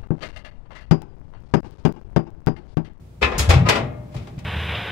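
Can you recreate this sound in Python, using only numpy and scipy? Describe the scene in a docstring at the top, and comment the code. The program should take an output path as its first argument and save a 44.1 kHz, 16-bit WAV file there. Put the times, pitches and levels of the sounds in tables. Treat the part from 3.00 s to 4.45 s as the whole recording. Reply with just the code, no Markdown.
"""A button knocks, a latch clicks and a microwave door jumps free with a low thud, heard from inside the oven.
The latch snaps back, and the door swings out with a few light ticks. Every blow rings the struck part,
the air in the metal cavity and the sheet-metal walls; the thuds are the door and case flexing.
Underneath sits a faint kitchen hum, with room air that swells as the door opens."""
import sys
import numpy as np
from scipy import signal
from scipy.fft import irfft, next_fast_len
from scipy.io import wavfile

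SR = 44100
rng = np.random.default_rng(int(sys.argv[2]) if len(sys.argv) > 2 else 0)


def wav_record(signal):
    """Record a signal, one row per channel, as 16-bit PCM in the file named by sys.argv[1]."""
    frames = np.transpose(np.atleast_2d(signal))
    bounded = np.clip(frames, -1, 1)
    # unit amplitude maps onto the largest positive 16-bit level
    quanta = np.round(bounded * 32767).astype(np.int16)
    wavfile.write(sys.argv[1], SR, quanta)


N = 63945

# Hits of the mechanism: start_s, part, rise_s, low_mid_db, presence_db, treble_db, cavity_ring_factor
BLOWS = [ (.210, "button", 0.017, -22.5, -29, -39.5, 1.68),
         (0.224, "button", 0.0048, -27, -14.5, -42, 0.74), (0.242, "button", .003, -38, -19, -43, 0.43),
         (0.311, "button", 0.012, -29, -35, -56.5, 4.8), (.378, "latch", 0.0072, -39.5, -34.5, -20.5, 1.13),
         (0.39, "latch", 0.0052, -30.5, -25.5, -23.5, 1.17),
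         (0.486, "latch", 0.013, -20.5, -27.5, -27.5, 0.38),
         (0.499, "door", 0.0049, -15.5, -27, -27.5, 0.59), (0.505, "door", 0.0019, -29.5, -17.5, -29, 0.94),
         (.533, "door", 0.0062, -23.5, -28, -37.5, 1.45), (0.648, "slide", 0.022, -27.5, -32, -49.5, 2.4),
         (0.666, "slide", .008, -26, -35, -58, .6), (0.685, "hook", 0.0055, -20, -17, -20.5, 0.59),
         (.692, "hook", 0.0049, -21, -18.5, -29, 1.3), (0.744, "hook", 0.018, -25, -28.5, -39, .8),
         (0.774, "hook", 0.0039, -25, -33.5, -48, 1.07), (1.105, "door", 0.028, -60, -61.5, -65, 1.0),
         (1.136, "door", 0.015, -38, -51.5, -52.5, 1.5), (1.163, "door", .003, -70, -43, -51.5, 1.2),
         (1.213, "door", 0.014, -84, -58, -64, 4.5), (1.271, "door", .0015, -42.5, -49, -55, 0.65),
         (1.377, "door", 0.0057, -53.5, -51.5, -68, 1.2), (1.387, "door", .004, -55, -48.5, -49.5, 0.49),
         (1.442, "door", 0.0047, -42, -54.5, -57, 1.0), ]
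# Where a blow's three levels sit: low_mid_hz, presence_hz, treble_hz
BLOW_BANDS_HZ = (550, 2500, 8000)
# Colour of the cavity's dense ring: frequency_hz, gain_db, t60_s, left_minus_right_db
CAVITY_RING = [(184, -8, 0.84, 6), (283, -13, 0.8, 10), (423, -3, 0.36, 4.5), (1020, -1, 0.36, 5),
               (1590, -2, 0.28, 5), (2430, 2, 0.24, 6), (3550, -0.5, 0.23, 4.5), (4900, 1, 0.18, -1),
               (6750, -2.5, 0.2, 0.5), (9240, -6.5, 0.18, -4), (11800, -5.5, 0.14, -1),
               (17000, -27, 0.12, -6)]
# Modes of each struck part, by its name: pitch_hz, gain_db, t60_s
PART_MODES = { "button": [(406.6, -2.5, 0.31), (494.5, 3, 0.13), (940, -13, .22), (1034, -5, 0.59),
              (1263, -3, 0.2), (1640, -18, 0.99), (1735, -11.5, 0.45), (2010, -10, 0.22), (2309, -22, 0.15),
              (2574, -2.5, 0.15), (2500, -13.5, 0.32), (3140, -9, 0.12)], "latch": [(1345, -2, 0.29),
              (3310, -7.5, 0.26), (4120, -19, 0.34), (5090, -4, 0.11), (5220, -18, 0.1), (6500, -10, .14),
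              (6800, -4, .12), (7200, -11.5, 0.21), (10240, -33, .15), (11600, -18, 0.16)],
              "door": [(339, -13.5, 0.72), (612, -14, 0.23), (804, -4, 0.31), (1090, -4, 0.13),
              (1420, -25, 0.14), (1863, -19, .3), (2230, -13, 0.44)], "slide": [(812, -21, 0.11),
              (1010, 5.5, 0.15), (1240, 7, 0.12)], "hook": [(554, -4, 0.29), (659, -11, 0.61),
              (837, -7, 0.28), (1002, -0.5, 0.14), (1380, -8, 0.11), (1990, -10, 0.33), (2434, -19, 0.21),
              (2593, -21, .3), (2983, -8.5, 0.21), (3647, -12.5, 0.22), (4880, -10, 0.18)], }
# Long modes of the sheet-metal box: pitch_hz, gain_db, t60_s
WALL_MODES = [(265, -15.5, 0.66), (418, -10.5, 0.66), (487, -12.5, 0.67), (601.5, -15.5, 1.63),
              (678, -19.5, 1.1), (803, -16, 0.69), (1193, -15.5, 0.57), (1910, -15, 0.48),
              (2139, -25, 0.94), (2510, -28.5, .65), (4250, -36.5, 0.6)]
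# Low notes of door and case: start_s, pitch_hz, level_db, rise_s, t60_s
THUDS = [(0.21, 68, -18.5, 0.032, 0.25), (.320, 44.4, -26.5, 0.036, 0.62), (.376, 145, -17.5, 0.0065, 0.07),
         (0.393, 71.2, -13, 0.013, 0.36), (0.467, 86.2, -6, 0.039, 0.39), (.541, 133.2, -9, 0.029, 0.44),
         (0.559, 75, -15.5, 0.012, 0.26), (.590, 170.2, -14.5, 0.033, 0.29),
         (0.616, 106.4, -11, .012, 0.27), (0.688, 75.5, -30, 0.0049, 1), (0.776, 117.9, -24, 0.017, 0.71),
         (.815, 137.5, -23, 0.0058, 0.38), (0.941, 124.2, -36.5, 0.034, 1),
         (1.154, 128.5, -20.5, 0.0059, 0.18), (1.198, 98.4, -28.5, 0.015, 0.091),
         (1.375, 131, -20, 0.0054, 0.061)]
# Colour of the case's boom under each thud: frequency_hz, gain_db
BOOM_COLOUR = [(25, -30), (45, -15), (80, -14), (130, -15), (185, -17.5), (320, -31)]
# Mains and fridge hum: pitch_hz, level_db
HUM_TONES = [(59.5, -48.5), (91.5, -49.5), (122, -53.5), (237, -61.5), (366, -65.5)]
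# Kitchen air with the door shut, per half octave: frequency_hz, level_db
ROOM_AIR = [(25, -65), (60, -67), (130, -47.5), (230, -59), (400, -62), (600, -63), (1200, -71),
            (3000, -73.5), (8000, -75), (15000, -76.5)]
BANDS_HZ = 25 * 2 ** np.arange(0, 9.6, .5)  # half-octave centres

CAVITY_DB, PARTS_DB, WALLS_DB = -5, -1.5, -4
CRACK_DB, CRACK_T60_S = -1.5, 0.011 * np.log(1000)
MODES_PER_HZ = .07  # cavity mode density up to 1 kHz; it grows with frequency above
DULL_TILT = 0.55  # share of a blow's presence-to-treble drop that repeats per octave above the treble
BOOM_STRETCH, BOOM_FALL_DB = 1.24, 5.5  # decay time relative to the thud's; fall per octave from its note
OPEN_START_S, OPEN_LENGTH_S = 0.85, 0.35
BASS_PAN_DB, BASS_LAG_S = 2.5, 0.00018  # the bass is louder and later in the left ear
BASS_ALIKE_HZ, TREBLE_LIKENESS = 248, 0.037  # the ears match in the bass and barely at all in the treble
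WAVER_DEPTH, WAVER_STEP_S = 0.0041, .012  # pitch waver as a share at 5 kHz; time between turns
BEAT_HZ, TWIN_DB = 5.94, -6  # a mode's weaker twin: average beat rate, relative level


def cavity_ring():
    """Each blow cracks briefly and sets the oven's crowded air modes ringing; the treble dies first."""
    points_hz, colour_db, t60s, pans_db = np.array(CAVITY_RING).T
    out = 0
    for hz in BANDS_HZ[BANDS_HZ > 180]:
        ring_energy, crack_energy = np.zeros(N), np.zeros(N)
        octaves_above_treble = max(np.log2(hz / BLOW_BANDS_HZ[2]), 0)
        for start, _, rise, *levels_db, ring_factor in BLOWS:
            dull_db = DULL_TILT * min(levels_db[2] - levels_db[1], 0) * octaves_above_treble
            gain = undb(at_hz(hz, BLOW_BANDS_HZ, levels_db) + dull_db)
            ring_energy += (gain * envelope(start, rise, ring_factor * at_hz(hz, points_hz, t60s))) ** 2
            crack_energy += (gain * envelope(start, rise, CRACK_T60_S)) ** 2
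        ring = np.sqrt(ring_energy) * noise_band(hz, MODES_PER_HZ * max(hz / 1000, 1))
        crack = undb(CRACK_DB) * np.sqrt(crack_energy) * noise_band(hz)
        band_gain = undb(CAVITY_DB + at_hz(hz, points_hz, colour_db))
        out += (ring + crack) * band_gain * pan(at_hz(hz, points_hz, pans_db))
    return out


def struck_parts():
    """Button, latch, door, slide and hook each ring with their own modes, panned like the cavity."""
    points_hz, _, _, pans_db = np.array(CAVITY_RING).T
    out = 0
    for part, modes in PART_MODES.items():
        blows = [blow for blow in BLOWS if blow[1] == part]
        for hz, db, t60 in modes:
            ring = beating_mode(hz, t60, blows, ear_phase_rad=1.04)
            out += undb(PARTS_DB + db) * ring * pan(at_hz(hz, points_hz, pans_db))
    return out


def metal_walls():
    """The sheet-metal walls sing on after every blow, leaning to the left."""
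    ring = sum(undb(WALLS_DB + db) * beating_mode(hz, t60, BLOWS, ear_phase_rad=1.0)
               for hz, db, t60 in WALL_MODES)
    return ring * pan(5.5)


def case_thuds():
    """Door and case flex with a low note, and a rough boom spreads around it."""
    t = np.arange(N) / SR
    notes = sum(undb(db) * envelope(start, rise, t60) * np.sin(2 * np.pi * hz * (t - start))
                for start, hz, db, rise, t60 in THUDS)
    boom = 0
    for band_hz in BANDS_HZ[BANDS_HZ < 300]:
        energy = 0
        for start, hz, db, rise, t60 in THUDS:
            gain = undb(db - BOOM_FALL_DB * abs(np.log2(band_hz / hz)))
            energy += (gain * envelope(start, rise, BOOM_STRETCH * t60)) ** 2
        boom += np.sqrt(energy) * undb(at_hz(band_hz, *np.array(BOOM_COLOUR).T)) * noise_band(band_hz)
    left, right = (notes + boom) * pan(BASS_PAN_DB)
    return np.array([np.interp(t - BASS_LAG_S, t, left), right])


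def kitchen_bed():
    """Mains and fridge hum steadily; room air swells as the opening door lets the kitchen in."""
    t = np.arange(N) / SR
    hum = sum(np.sqrt(2) * undb(db) * np.sin(2 * np.pi * (hz * t + rng.random())) for hz, db in HUM_TONES)
    opening = np.clip((t - OPEN_START_S) / OPEN_LENGTH_S, 0, 1)
    air = 0
    for hz in BANDS_HZ:
        shut_db = at_hz(hz, *np.array(ROOM_AIR).T)
        swell_db = at_hz(hz, points_hz=(50, 140, 1000, 8000), values=(3.25, 6.5, 6.5, 1.5))
        air += undb(shut_db + swell_db * opening) * noise_band(hz)
    return hum * pan(BASS_PAN_DB) + air


def beating_mode(hz, t60, blows, ear_phase_rad):
    """A struck mode wavers in pitch, beats with a close twin and reaches the two ears out of step."""
    t, turns = np.arange(N) / SR, np.arange(N // 64)
    energy = sum((undb(at_hz(hz, BLOW_BANDS_HZ, levels_db)) * envelope(start, rise, t60)) ** 2
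                 for start, _, rise, *levels_db, _ in blows)
    waver = np.interp(t / WAVER_STEP_S, turns, rng.standard_normal(len(turns)))
    pitch_hz = hz * (1 + WAVER_DEPTH * hz / 5000 * waver)
    phase = 2 * np.pi * (np.cumsum(pitch_hz) / SR + rng.random()) + np.array([[0], [ear_phase_rad]])
    beat_hz = BEAT_HZ * (.5 + rng.random())
    twin = undb(TWIN_DB) * np.sin(phase + 2 * np.pi * (beat_hz * t + rng.random((2, 1))))
    return np.sqrt(energy / (1 + undb(TWIN_DB) ** 2)) * (np.sin(phase) + twin)


def noise_band(hz, modes_per_hz=np.inf):
    """Half an octave of stereo noise, or of scattered modes; centred in the bass, wide in the treble."""
    size = next_fast_len(N)
    bins_hz = np.maximum(np.fft.rfftfreq(size, 1 / SR), 1)
    shape = np.cos(np.pi / 2 * np.clip(2 * np.log2(bins_hz / hz), -1, 1))
    has_mode = rng.random(len(bins_hz)) < modes_per_hz * SR / size
    phases = np.exp(2j * np.pi * rng.random((2, len(bins_hz))))
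    mid, side = irfft(shape * has_mode * phases, size)[:, :N]
    alike = TREBLE_LIKENESS + (1 - TREBLE_LIKENESS) / (1 + (hz / BASS_ALIKE_HZ) ** 4)
    stereo = np.sqrt(1 + alike) * mid + np.sqrt(1 - alike) * side * np.array([[1], [-1]])
    return stereo / (stereo.std() + 1e-18)


def envelope(start, rise, t60):
    """Smooth attack, then an exponential tail that falls 60 dB in t60 seconds."""
    age = np.arange(N) / SR - start
    attack = np.sin(np.pi / 2 * np.clip(age / rise, 0, 1)) ** 2
    return attack * np.exp(-np.log(1000) * np.maximum(age - rise, 0) / t60)


def pan(left_minus_right_db):
    """Left and right gains for a level difference."""
    return undb(np.array([[left_minus_right_db], [-left_minus_right_db]]) / 2)


def at_hz(hz, points_hz, values):
    """Read a curve on a log-frequency axis."""
    return np.interp(np.log(hz), np.log(points_hz), values)


def undb(db):
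    """Decibels to gain."""
    return 10 ** (np.asarray(db) / 20)


def scene():
    """The ringing hits and their thuds over the kitchen bed, in stereo."""
    return cavity_ring() + struck_parts() + metal_walls() + case_thuds() + kitchen_bed()


def record(dry):
    """Clip at full scale, then cut the very top of the treble steeply."""
    high_cut = signal.ellip(10, .2, 80, 15700, fs=SR, output="sos")
    return signal.sosfilt(high_cut, np.clip(dry, -1, 1))


dry = scene()
out = record(dry)
wav_record(out)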